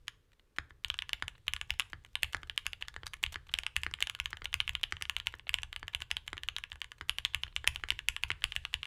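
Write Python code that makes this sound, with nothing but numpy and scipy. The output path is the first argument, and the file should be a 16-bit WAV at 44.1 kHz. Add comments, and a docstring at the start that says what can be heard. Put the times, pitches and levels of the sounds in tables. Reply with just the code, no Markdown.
"""In a quiet small room, fingers type fast on a plastic keyboard lying on a desk mat, close to one microphone.
Each contact is a sum of damped modes: cap, switch snap, plate and case, with extra modes for the space bar.
The desk top swings low after every push, and bursts of coloured noise are the light touches of fingertips.
A diffuse decaying tail answers each contact; hand sway, skin hiss and a steady quiet floor lie beneath."""
import sys
import numpy as np
from scipy import signal
from scipy.fft import rfft, irfft, next_fast_len
from scipy.io import wavfile

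SR = 44100
rng = np.random.default_rng(int(sys.argv[2]) if len(sys.argv) > 2 else 0)


def volts_from_db(level):
    """Convert decibel levels to linear amplitude ratios."""
    exponent = np.asarray(level, float) / 20
    return 10 ** exponent


def unload_audio(sound):
    """Save the sound as a 16-bit wav file, at the path given as the first command line argument."""
    columns = np.transpose(np.atleast_2d(sound))
    # keep every value between -1 and 1, then stretch to whole-number steps
    steps = np.round(np.clip(columns, -1, 1) * 32767)
    wavfile.write(sys.argv[1], SR, steps.astype(np.int16))


N = 390726  # samples
WIDE_HZ = 2000  # contacts with a cap pitch below this are the long space bar


def unit(x):
    """RMS normalisation: scale a signal to unit mean power."""
    return x / np.sqrt(np.mean(x ** 2) + 1e-20)


def along(points, hz):
    """Logarithmic frequency axis: interpolate (frequency_hz, value) points at hz."""
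    point_hz, value = np.transpose(points)
    return np.interp(np.log(hz + 1), np.log(point_hz + 1), value)


def noise(spectrum):
    """Spectral shaping: white noise weighted to the given colour, at rms 1."""
    size = next_fast_len(N)
    gain = volts_from_db(along(spectrum, np.fft.rfftfreq(size, 1 / SR)))
    white = rng.standard_normal(size)
    return unit(irfft(rfft(white) * gain, size)[:N])


def place(times, rows):
    """Linear superposition: add each row to the time line at its moment."""
    first = np.round(times * SR).astype(int)[:, None]
    where = first + np.arange(rows.shape[1])
    return np.bincount(where.clip(0).ravel(), rows.ravel(), N + SR)[:N]


def ring(t, hz, db, t60, attack):
    """Damped free vibration: one decaying sine with a soft onset for each row of hz and db."""
    decay = volts_from_db(db[:, None] - 60 * t / t60)
    onset = 1 - np.exp(-t / attack)
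    return decay * onset * np.sin(2 * np.pi * hz[:, None] * t)


def body(t, modes, db, attack, spread_db, detune):
    """Modal superposition: modes of random strength, sign and slight detuning for every contact."""
    chance = rng.standard_normal((len(db), len(modes), 3))
    total = 0
    for k, (hz, level_db, t60) in enumerate(modes):
        pitch = hz * (1 + detune * chance[:, k, 0])
        strength_db = db + level_db + spread_db * chance[:, k, 1]
        total = total + np.sign(chance[:, k, 2:]) * ring(t, pitch, strength_db, t60, attack)
    return total


# colour of room air and microphone hiss: frequency_hz, relative density_db (per Hz)
HUSH_COLOUR = [(71, -19), (120, -8.5), (493, -7), (670, -19.5), (1010, -16.5), (1400, -16.5), (3450, -23),
               (4590, -26), (15000, -32.5), (16000, -47)]


def hush():
    """Stationary noise floor: room air and microphone hiss at a constant rms."""
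    return volts_from_db(-77.5) * noise(HUSH_COLOUR)


# restless hands: time_s, sway_db (desk sway rms), hiss_db (skin hiss rms)
HAND_LEVELS = [(0, -61, -88), (.5, -74.5, -97), (1.06, -58.5, -86), (1.45, -60.5, -82), (2.2, -61.5, -82),
               (3.2, -60, -82), (3.85, -61.5, -82), (4.3, -57, -82), (4.65, -55, -79), (5.4, -63, -93),
               (6.5, -58, -91), (6.85, -65.5, -89), (7.8, -55.5, -77), (8.3, -61, -85), (8.5, -55, -68),
               (8.86, -63, -78)]


def hands():
    """Amplitude modulation: sway and hiss gains, interpolated sample by sample in dB."""
    when, *levels_db = np.transpose(HAND_LEVELS)
    t = np.arange(N) / SR
    return [volts_from_db(np.interp(t, when, level_db)) for level_db in levels_db]


# colour of skin on plastic: frequency_hz, relative density_db (per Hz)
SKIN_COLOUR = [(1500, -24), (3500, 1.5), (6000, -13), (9000, -11.5), (12000, -23), (14500, -31),
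               (16000, -50)]


def rub():
    """Sliding friction: a faint dry hiss of skin on plastic, as coloured noise of varying level."""
    return hands()[1] * noise(SKIN_COLOUR)


# desk top modes: ratio (multiple of the pitch), level_db (relative), t60_s
DESK_MODES = [(1, 8, 0.056), (1.7, -14.5, 0.14), (.6, -6, 0.094)]
# colour of the desk under resting hands: frequency_hz, relative density_db (per Hz)
SWAY_COLOUR = [(15, -5.5), (30, 4.5), (75, -1.5), (130, -7.5), (200, -25), (400, -58)]
DESK_KEY_HZ, DESK_BAR_HZ, DESK_DETUNE = 64, 75.8, 0.07  # the bar sits nearer the desk's edge
DESK_LAG_S, REBOUND_S, REBOUND_DB = 0.00792, 0.0505, -10  # delays counted from the contact


def swing(pitch_hz, push_db):
    """Low-frequency plate resonance: the damped desk modes with a slow onset."""
    t = np.arange(SR // 3) / SR
    return sum(ring(t, ratio * pitch_hz, push_db + 16.5 + level_db, t60, 0.035)
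               for ratio, level_db, t60 in DESK_MODES)


def desk():
    """Impulsive excitation of a resonator: each push swings the top late, rebounds once, over hand sway."""
    s, _, cap_hz, _, push_db = np.transpose(CONTACT_EVENTS)
    detune = 1 + DESK_DETUNE * rng.standard_normal((len(s), 2))
    hz = np.where(cap_hz < WIDE_HZ, DESK_BAR_HZ, DESK_KEY_HZ)[:, None] * detune
    pushes = place(s + DESK_LAG_S, swing(hz[:, 0], push_db))
    rebounds = place(s + REBOUND_S, swing(hz[:, 1], push_db + REBOUND_DB))
    return pushes + rebounds + hands()[0] * noise(SWAY_COLOUR)


LEAD_S, LEAD_SPREAD_S = 0.009, 0.0034  # the finger meets the cap before the stem lands
LEAD_DB, LEAD_GROWS = -58, 0.18  # relative level for a -23 dB contact; dB gained per dB of contact
BRUSH_DB, BRUSH_S, BRUSH_TREBLE_DB = -59, 0.0023, 0  # strays: relative level; all faint ones: length, treble


def faint_touches(count):
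    """Random point process: a touch about 9 ms ahead of every contact, and strays while the typing lasts."""
    s, db, *_ = np.transpose(CONTACT_EVENTS)
    lead = rng.standard_normal((len(s), 2))
    lead_s = s - LEAD_S - LEAD_SPREAD_S * lead[:, 0]
    lead_db = LEAD_DB + LEAD_GROWS * (db + 23) + 3 * lead[:, 1]
    stray_s = s[1] + rng.random(count) * (s[-1] - s[1])
    stray_db = BRUSH_DB + 3 * rng.standard_normal(count)
    when = np.append(lead_s, stray_s)
    treble_db = BRUSH_TREBLE_DB + 4 * rng.standard_normal(len(when))
    return np.transpose([when, np.append(lead_db, stray_db), treble_db, np.full(len(when), BRUSH_S)])


# light touches, a fingertip brushing a cap or a loose stem rattling:
# start_s, level_db (relative, of the body), treble_db (relative to the body), length_s
TOUCH_EVENTS = [(.0737,-51,-19,0.0045),(.3188,-58,-7,0.0026),(.3315,-52.5,-6,0.0042),(.396,-50.5,-21,0.0038),(.5624,-50,-6,0.0091),(.883,-44,5,0.0021),
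                (.969,-51,-6,0.0032),(1.199,-49,-10,0.0036),(1.351,-49.5,-27,0.0086),(1.3802,-52,-7,0.0029),(1.467,-44,-8,.004),(1.739,-37,-40,.002),(1.899,-49,-1,0.0054),
                (2.062,-52,-4,.004),(2.2228,-43,0,0.0073),(2.325,-53,5,.0098),(2.334,-50,-25,0.0066),(2.4726,-48,-5,0.0041),(2.6513,-52,1,.004),(2.6566,-37,-17,0.0045),(2.81,-42,-7,0.016),
                (2.85,-49,-14,.0072),(3.0185,-60,-21,.0035),(3.059,-45,0,0.008),(3.0744,-42,2,.0061),(3.1667,-50,-5,.004),(3.229,-31,-0.5,0.0063),(3.323,-38.5,0.5,0.011),
                (3.468,-51.5,-4,0.0063),(3.491,-37.5,-25,.0029),(3.5143,-51,-4,0.0099),(3.575,-44,-9,0.0034),(3.7573,-46,-7,.0091),(3.816,-57,8,.0046),(3.845,-44,0,.004),
                (4.0149,-34,-13,0.0047),(4.189,-45,-14,0.0032),(4.2427,-48,-1,0.003),(4.3047,-44.5,3,0.0052),(4.3144,-46,-20,0.0041),(4.4436,-34,1,.0044),
                (4.733,-46,0,.0026),(4.797,-44,-24,0.0015),(4.812,-45,-2,0.0029),(4.899,-58,-10,0.0053),(4.909,-49,-2,0.0031),(5.1822,-42,-8,.004),(5.259,-45,-5,0.0054),(5.3241,-44,-7,0.003),
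                (5.469,-35,-33,0.0042),(5.479,-39,-14,0.0035),(5.532,-41,-7,0.0034),(5.619,-48,2,.0036),(5.795,-49,2,.0043),(5.9318,-38,-14,0.0059),(6.015,-41.5,-4,0.013),
                (6.1044,-38,-11,0.0065),(6.2642,-52,-1,0.0045),(6.3025,-48,-6,.002),(6.7,-50,-3,.004),(6.982,-50,-4,.0065),(7.021,-47,-13,.0028),(7.0845,-46,-5,0.0052),
                (7.431,-52,3,0.0047),(7.4792,-38,-29,0.0032),(7.5255,-49,-38,.0032),(7.6692,-34,-3,0.0038),(7.747,-45,4,.004),(7.798,-45,-24,.0024),(7.8097,-50,-9,.004),
                (7.8916,-44,-4,.0047),(8.0777,-52,-17,.006),(8.228,-53,2,0.012),(8.2827,-53,5,0.005),(8.4313,-44,-10,0.0031),(8.553,-42,-1,0.0062),(8.7296,-40,-10,0.0066),(8.843,-52,0,0.0044)]
# colour of a touch's body: frequency_hz, relative density_db (per Hz)
SLIDE_COLOUR = [(400, -7), (1200, 5.5), (3000, 7), (4500, 0), (6000, -71)]
# colour of a touch's treble: frequency_hz, relative density_db (per Hz)
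FIZZ_COLOUR = [(3500, -20.5), (5500, 9.5), (8000, 6.5), (11000, -2.5), (14000, 1), (16500, -29)]


def touches():
    """Micro-contact noise: coloured noise in two bands, starting sharply under a Gaussian decay."""
    s, db, treble_db, length = np.vstack([TOUCH_EVENTS, faint_touches(count=25)]).T
    t = np.arange(1024) / SR
    burst = np.exp(-(t / length.clip(0.001)[:, None]) ** 2)
    low = place(s, volts_from_db(db - 8.5)[:, None] * burst) * noise(SLIDE_COLOUR)
    high = place(s, volts_from_db(db + treble_db - 12.5)[:, None] * burst) * noise(FIZZ_COLOUR)
    return low + high


# reverberation time of the room: frequency_hz, t60_s
ROOM_T60 = [(200, 0.99), (1000, 0.29), (1600, 0.31), (3000, 0.3), (6000, 0.31), (12000, 0.29)]
# colour of the walls' answer: frequency_hz, level_db (relative)
WALL_COLOUR = [(200, -1), (1000, 5), (1350, 2.5), (1620, 4), (1900, -0.5), (3200, -1.5), (7000, -1.5),
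               (13000, -3), (16000, -3)]


def room(s, sounds):
    """Convolution with a diffuse field: a fresh decaying noise tail for every contact."""
    size = 16384  # long enough for a 2048-sample contact and its tail
    white = rng.standard_normal((len(s), size - 2048))
    hz, t, z = signal.stft(white, SR, nperseg=256)
    z = z * volts_from_db(along(WALL_COLOUR, hz)[:, None] - 60 * t / along(ROOM_T60, hz)[:, None])
    tail = signal.istft(z, SR, nperseg=256)[1][:, :size - 2048]
    age = np.arange(tail.shape[1]) / SR
    # scatter at once, a very slight step up at 9 ms and a swell around 12 ms
    step = 0.06 / (1 + np.exp((0.009 - age) / 0.00041))
    swell = 4.9 * np.exp(-((age - 0.012) / 0.007) ** 2)
    tail *= 4.0 + step + swell
    tail /= np.sqrt(np.mean(np.sum(tail ** 2, axis=1)))  # unit mean energy
    return place(s, irfft(rfft(sounds, size) * rfft(tail, size), size))


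# modes only the space bar has: pitch_hz, level_db (relative), t60_s
BAR_MODES = [(3100, -8.5, 0.0062), (3760, -20.5, 0.0097), (4250, -24, 0.012), (4930, -34, 0.024)]


def cap_ring(t, db, hz, wide):
    """Free vibration of a struck shell: three cap modes, and more for the long bar."""
    cap = ring(t, hz, db + 13, 0.0034, 0.00085)
    # a weaker mode below widens the clack
    cap += ring(t, 0.825 * hz, db + 1.0, 0.0046, 0.0015)
    # one above sounds more on some contacts than on others
    upper = rng.standard_normal((len(db), 2))
    cap += ring(t, (1.166 + 0.012 * upper[:, 0]) * hz, db - 12.5 + 4 * upper[:, 1], 0.0081, 0.00057)
    return cap + wide[:, None] * body(t, BAR_MODES, db + 4, 0.0003, 2, 0.02)


# switch housing modes: pitch_hz, level_db (relative), t60_s
SNAP_MODES = [(4670, -4.5, 0.0051), (5470, -2, .003), (6400, -4, 0.0042), (7264, -1.5, 0.004),
              (8150, -7.5, 0.0043), (9170, -2, 0.0024), (10395, -5, 0.0038), (11570, -13.5, 0.0039),
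              (13070, -10, 0.0023), (14800, -23.5, .003)]
BRIGHT_DB, BRIGHT_GROWS = -8, 0.82  # added treble at a -20.5 dB contact; dB gained per dB of contact


def switch_snap(t, db, snap_db, wide):
    """Impact spectrum: the stem strikes the housing, and harder blows are brighter."""
    snap = body(t, SNAP_MODES, db + snap_db + 1.5, 0.0003, 3, 0.03)
    # the heavy bar lands with a duller snap
    dull = signal.lfilter(*signal.butter(2, 8000, fs=SR), snap)
    snap = np.where(wide[:, None], dull, snap)
    treble = signal.lfilter(*signal.butter(2, 9500, 'high', fs=SR), snap)
    return snap + volts_from_db(BRIGHT_DB + BRIGHT_GROWS * (db + 20.5))[:, None] * treble


# plate modes: pitch_hz, level_db (relative), t60_s
PLATE_MODES = [(516, -23, 0.01), (776, -17.5, .012), (942, -7, 0.016), (1153, -0.5, 0.013),
               (1448, -14.5, 0.06), (1719, 4, 0.014), (2063, 4.5, 0.0098)]
# base level at a -20.5 dB contact; dB gained per dB of contact, and per dB of snap
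PLATE_DB, PLATE_GROWS, PLATE_WITH_SNAP = -39, 0.53, 0.29


def plate_knock(t, db, snap_db):
    """Forced plate modes: the plate answers the blow and follows the strength of its snap."""
    plate_db = PLATE_DB + PLATE_GROWS * (db + 20.5) + PLATE_WITH_SNAP * (snap_db - snap_db.mean())
    return body(t, PLATE_MODES, plate_db, 0.0004, 2, 0.015)


# case modes: pitch_hz, level_db (relative), t60_s
CASE_MODES = [(335, -5, 0.017), (430, -14.5, 0.032), (630, -33.5, 0.004)]
# base levels at a -20.5 dB contact; dB gained per dB of contact
CASE_KEY_DB, CASE_BAR_DB, CASE_KEY_GROWS, CASE_BAR_GROWS = -57, -34.5, 0.17, 0.57


def case_knock(t, db, wide):
    """Structure-borne coupling: the case knocks low, and more strongly under the bar."""
    blow = db + 20.5
    key_db = CASE_KEY_DB + CASE_KEY_GROWS * blow
    bar_db = CASE_BAR_DB + CASE_BAR_GROWS * blow
    return body(t, CASE_MODES, np.where(wide, bar_db, key_db), 0.0008, 1.5, 0.03)


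# stem contacts, also read by the desk and the faint touches:
# start_s, level_db (relative), pitch_hz (of the cap), snap_db (relative to the level), push_db (relative, on the desk)
CONTACT_EVENTS = [(.081,-21,3100,-9.5,-58.5),(.5852,-15.5,1890,-15.5,-44),(0.7068,-41.5,1640,-23,-54),(0.8468,-15.5,2980,-17,-46.5),(.9013,-13,3100,-20.5,-45),
                  (.942,-25,2840,-15.5,-62),(.9895,-16,3160,-22,-52),(1.0219,-20.5,2850,-17.5,-74),(1.0931,-24.5,2900,-10,-70),(1.132,-13,2910,-15.5,-49),
                  (1.224,-19.5,1740,-11.5,-44),(1.281,-21.5,2900,-13,-66),(1.481,-12,2990,-15.5,-46),(1.5356,-16.5,2840,-8,-44),(1.5641,-23.5,3050,-16,-63),
                  (1.6133,-19.5,2820,-15.5,-52),(1.6966,-43,3300,-7,-60),(1.7053,-13,2820,-12.5,-39.5),(1.797,-11,2720,-12,-50.5),(1.8042,-17.5,2940,-18,-71),
                  (1.821,-28,2980,-40,-66),(1.9321,-25.5,1690,-17.5,-45.5),(2.0486,-39,3100,-9,-62),(2.1545,-14,2990,-15,-53),(2.232,-10,2700,-11.5,-41),
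                  (2.245,-25,2960,-18,-60),(2.3324,-27,2920,-8.5,-55),(2.3467,-17,1700,-12.5,-43),(2.368,-36.5,3430,-9,-55),(2.4319,-31.5,1580,-11,-50),
                  (2.4974,-20,3060,-21.5,-52),(2.5774,-12,3020,-14.5,-68),(2.6655,-15.5,2710,-8.5,-48),(2.7322,-22,2820,-16,-77),(2.8243,-19,2850,-24.5,-52),
                  (2.8832,-28,3480,-8,-62),(2.9412,-42.5,3600,-6,-54),(2.9636,-27.5,1650,-13,-45),(3.0332,-30.5,1740,-20,-49),(3.0672,-25.5,3980,-2,-56),
                  (3.1352,-27.5,3070,-8,-66),(3.1399,-27,2280,-12.5,-63),(3.2381,-10,2790,-15.5,-45),(3.2635,-21,3000,-17.5,-41),(3.3429,-28,3040,-12,-55),
                  (3.358,-25,1680,-15,-47),(3.4948,-36,3000,-26,-51.5),(3.5396,-10.5,3060,-17,-46),(3.5513,-28,2940,-23,-67),(3.5875,-15.5,2760,-11,-48.5),
                  (3.6345,-27,3100,-14,-58),(3.6654,-15,2760,-16,-60),(3.7648,-11,2700,-12.5,-39.5),(3.8343,-18.5,2760,-11.5,-45),(3.8649,-19.5,1800,-18,-47),
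                  (3.9123,-45,1640,2,-50),(3.9388,-18,3040,-15,-68),(3.988,-37,2030,-32,-60),(4.0053,-26,3020,-8,-67),(4.025,-9.5,2940,-15.5,-46),
                  (4.0716,-20,2920,-13,-67),(4.0976,-19,3000,-9,-65),(4.1498,-25,2880,-12.5,-65),(4.2,-15,2700,-13.5,-43),(4.258,-17,3050,-15.5,-47),
                  (4.3303,-23,1740,-20,-50),(4.3705,-31,3030,-14,-61),(4.4195,-31,1740,-19,-50),(4.4561,-18,2930,-18.5,-55),(4.529,-25,3020,-17,-72),
                  (4.5414,-12.5,2680,-9,-42),(4.603,-9.5,3020,-26,-62),(4.6098,-29,2230,-10,-50),(4.678,-18,2750,-19,-50),(4.6933,-16,2780,-15,-41),
                  (4.7519,-14.5,3040,-19.5,-51),(4.8329,-15.5,3100,-14,-53),(4.838,-11.5,3030,-28.5,-51),(4.9234,-18,1800,-9,-43),(4.968,-29,2920,-25,-67),
                  (5.0117,-32,1720,-10,-49),(5.023,-19.5,2870,-7.5,-53),(5.0535,-27.5,3000,-22,-64),(5.0966,-14,2830,-12,-57),(5.1655,-14.5,2960,-16.5,-47),
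                  (5.2,-22.5,3150,-17.5,-49),(5.27,-12.5,2870,-15,-47),(5.3398,-30.5,1620,-22,-51),(5.3957,-34.5,2870,-22,-66),(5.493,-15.5,2670,-12,-44),
                  (5.5418,-9,2920,-16,-43.5),(5.5862,-22.5,2740,-24,-52),(5.6325,-19.5,2830,-12,-45.5),(5.7288,-26,3100,-12.5,-60),(5.7623,-22,2970,-14.5,-49),
                  (5.8295,-29,1590,-17.5,-47),(5.8807,-23,2910,-13.5,-60),(5.9365,-32.5,2980,-21,-70),(5.9485,-13.5,2930,-16.5,-43),(6.0042,-37,2930,-7,-51),
                  (6.0201,-20.5,2880,-17,-62),(6.1133,-13.5,2800,-11,-44),(6.1682,-15.5,3100,-18.5,-51),(6.2789,-23,3100,-14.5,-54),(6.3305,-23,1700,-13.5,-47),
                  (6.369,-34,1910,-12,-67),(6.3792,-24.5,2930,-18.5,-73),(6.4343,-24,3060,-12,-47.5),(6.4866,-14,2880,-19.5,-52),(6.5646,-18,3200,-15.5,-52.5),
                  (6.584,-28,2960,-5.5,-56),(6.6384,-22.5,2750,-20,-75),(6.7186,-24.5,2970,-24,-51),(6.729,-41.5,3220,-7,-52),(6.757,-39.5,2600,-11,-58),
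                  (6.817,-19.5,3000,-14.5,-60),(6.8438,-32,2960,-11,-57),(6.918,-30.5,2900,-11,-72),(7.0109,-23.5,1750,-13.5,-47.5),(7.0951,-10,2890,-15.5,-46),
                  (7.1849,-16.5,3000,-11.5,-48),(7.25,-10,3330,-18.5,-47),(7.257,-22.5,2790,-16,-73),(7.3362,-35,2940,-17,-53),(7.3465,-12,2860,-13.5,-41),
                  (7.435,-15,2980,-19.5,-48),(7.4665,-38,2000,-23,-50),(7.5636,-13.5,2920,-16,-47),(7.6433,-27.5,1730,-18,-74),(7.6753,-6.5,2630,-11.5,-36.5),
                  (7.7597,-19,2910,-16.5,-47),(7.8373,-22,1740,-16,-48),(7.8869,-29,2990,-8,-52),(7.9047,-9,2950,-18.5,-40.5),(7.92,-27.5,1920,-9,-70),
                  (7.9908,-20.5,2820,-15.5,-64),(8.0859,-9,2730,-9.5,-42),(8.1645,-18.5,2860,-18.5,-64),(8.2358,-12,2680,-16,-41.5),(8.3037,-16,1860,-17.5,-42.5),
                  (8.3162,-17.5,2760,-20,-67),(8.4212,-32.5,3150,-22,-72),(8.4407,-9.5,2810,-12,-40),(8.4507,-28,2070,-26,-53),(8.5216,-21.5,3020,-20.5,-58),
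                  (8.5634,-14,2830,-15,-41.5),(8.6514,-18,2770,-16,-63),(8.741,-12,2910,-16,-40.5),(8.831,-20,2960,-24,-56),(8.8544,-27,2840,-18,-62)]
BAR_ROOM_DB = -1  # the bar sends less to the room


def contacts():
    """Modal sum of an impact: cap, snap, plate and case of each contact, and its gain into the room."""
    s, db, hz, snap_db, _ = np.transpose(CONTACT_EVENTS)
    t = np.arange(2048) / SR
    wide = hz < WIDE_HZ
    sounds = cap_ring(t, db, hz, wide) + switch_snap(t, db, snap_db, wide)
    sounds += plate_knock(t, db, snap_db) + case_knock(t, db, wide)
    return s, sounds, volts_from_db(BAR_ROOM_DB * wide)[:, None]


def scene():
    """Superposition at the microphone: quiet floor, hands, desk, touches, and keys with their room answer."""
    s, sounds, room_gain = contacts()
    background = hush() + rub() + desk() + touches()
    keys = place(s, sounds) + volts_from_db(-17.0) * room(s, room_gain * sounds)
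    return (background + keys)[None]


def band_limit(x):
    """A steep low-pass at the top of the band."""
    return signal.sosfilt(signal.butter(12, 16800, fs=SR, output="sos"), x)


def record(dry):
    """Single-channel pickup: the finished mix of the one microphone."""
    return band_limit(dry)


dry = scene()
out = record(dry)
unload_audio(out)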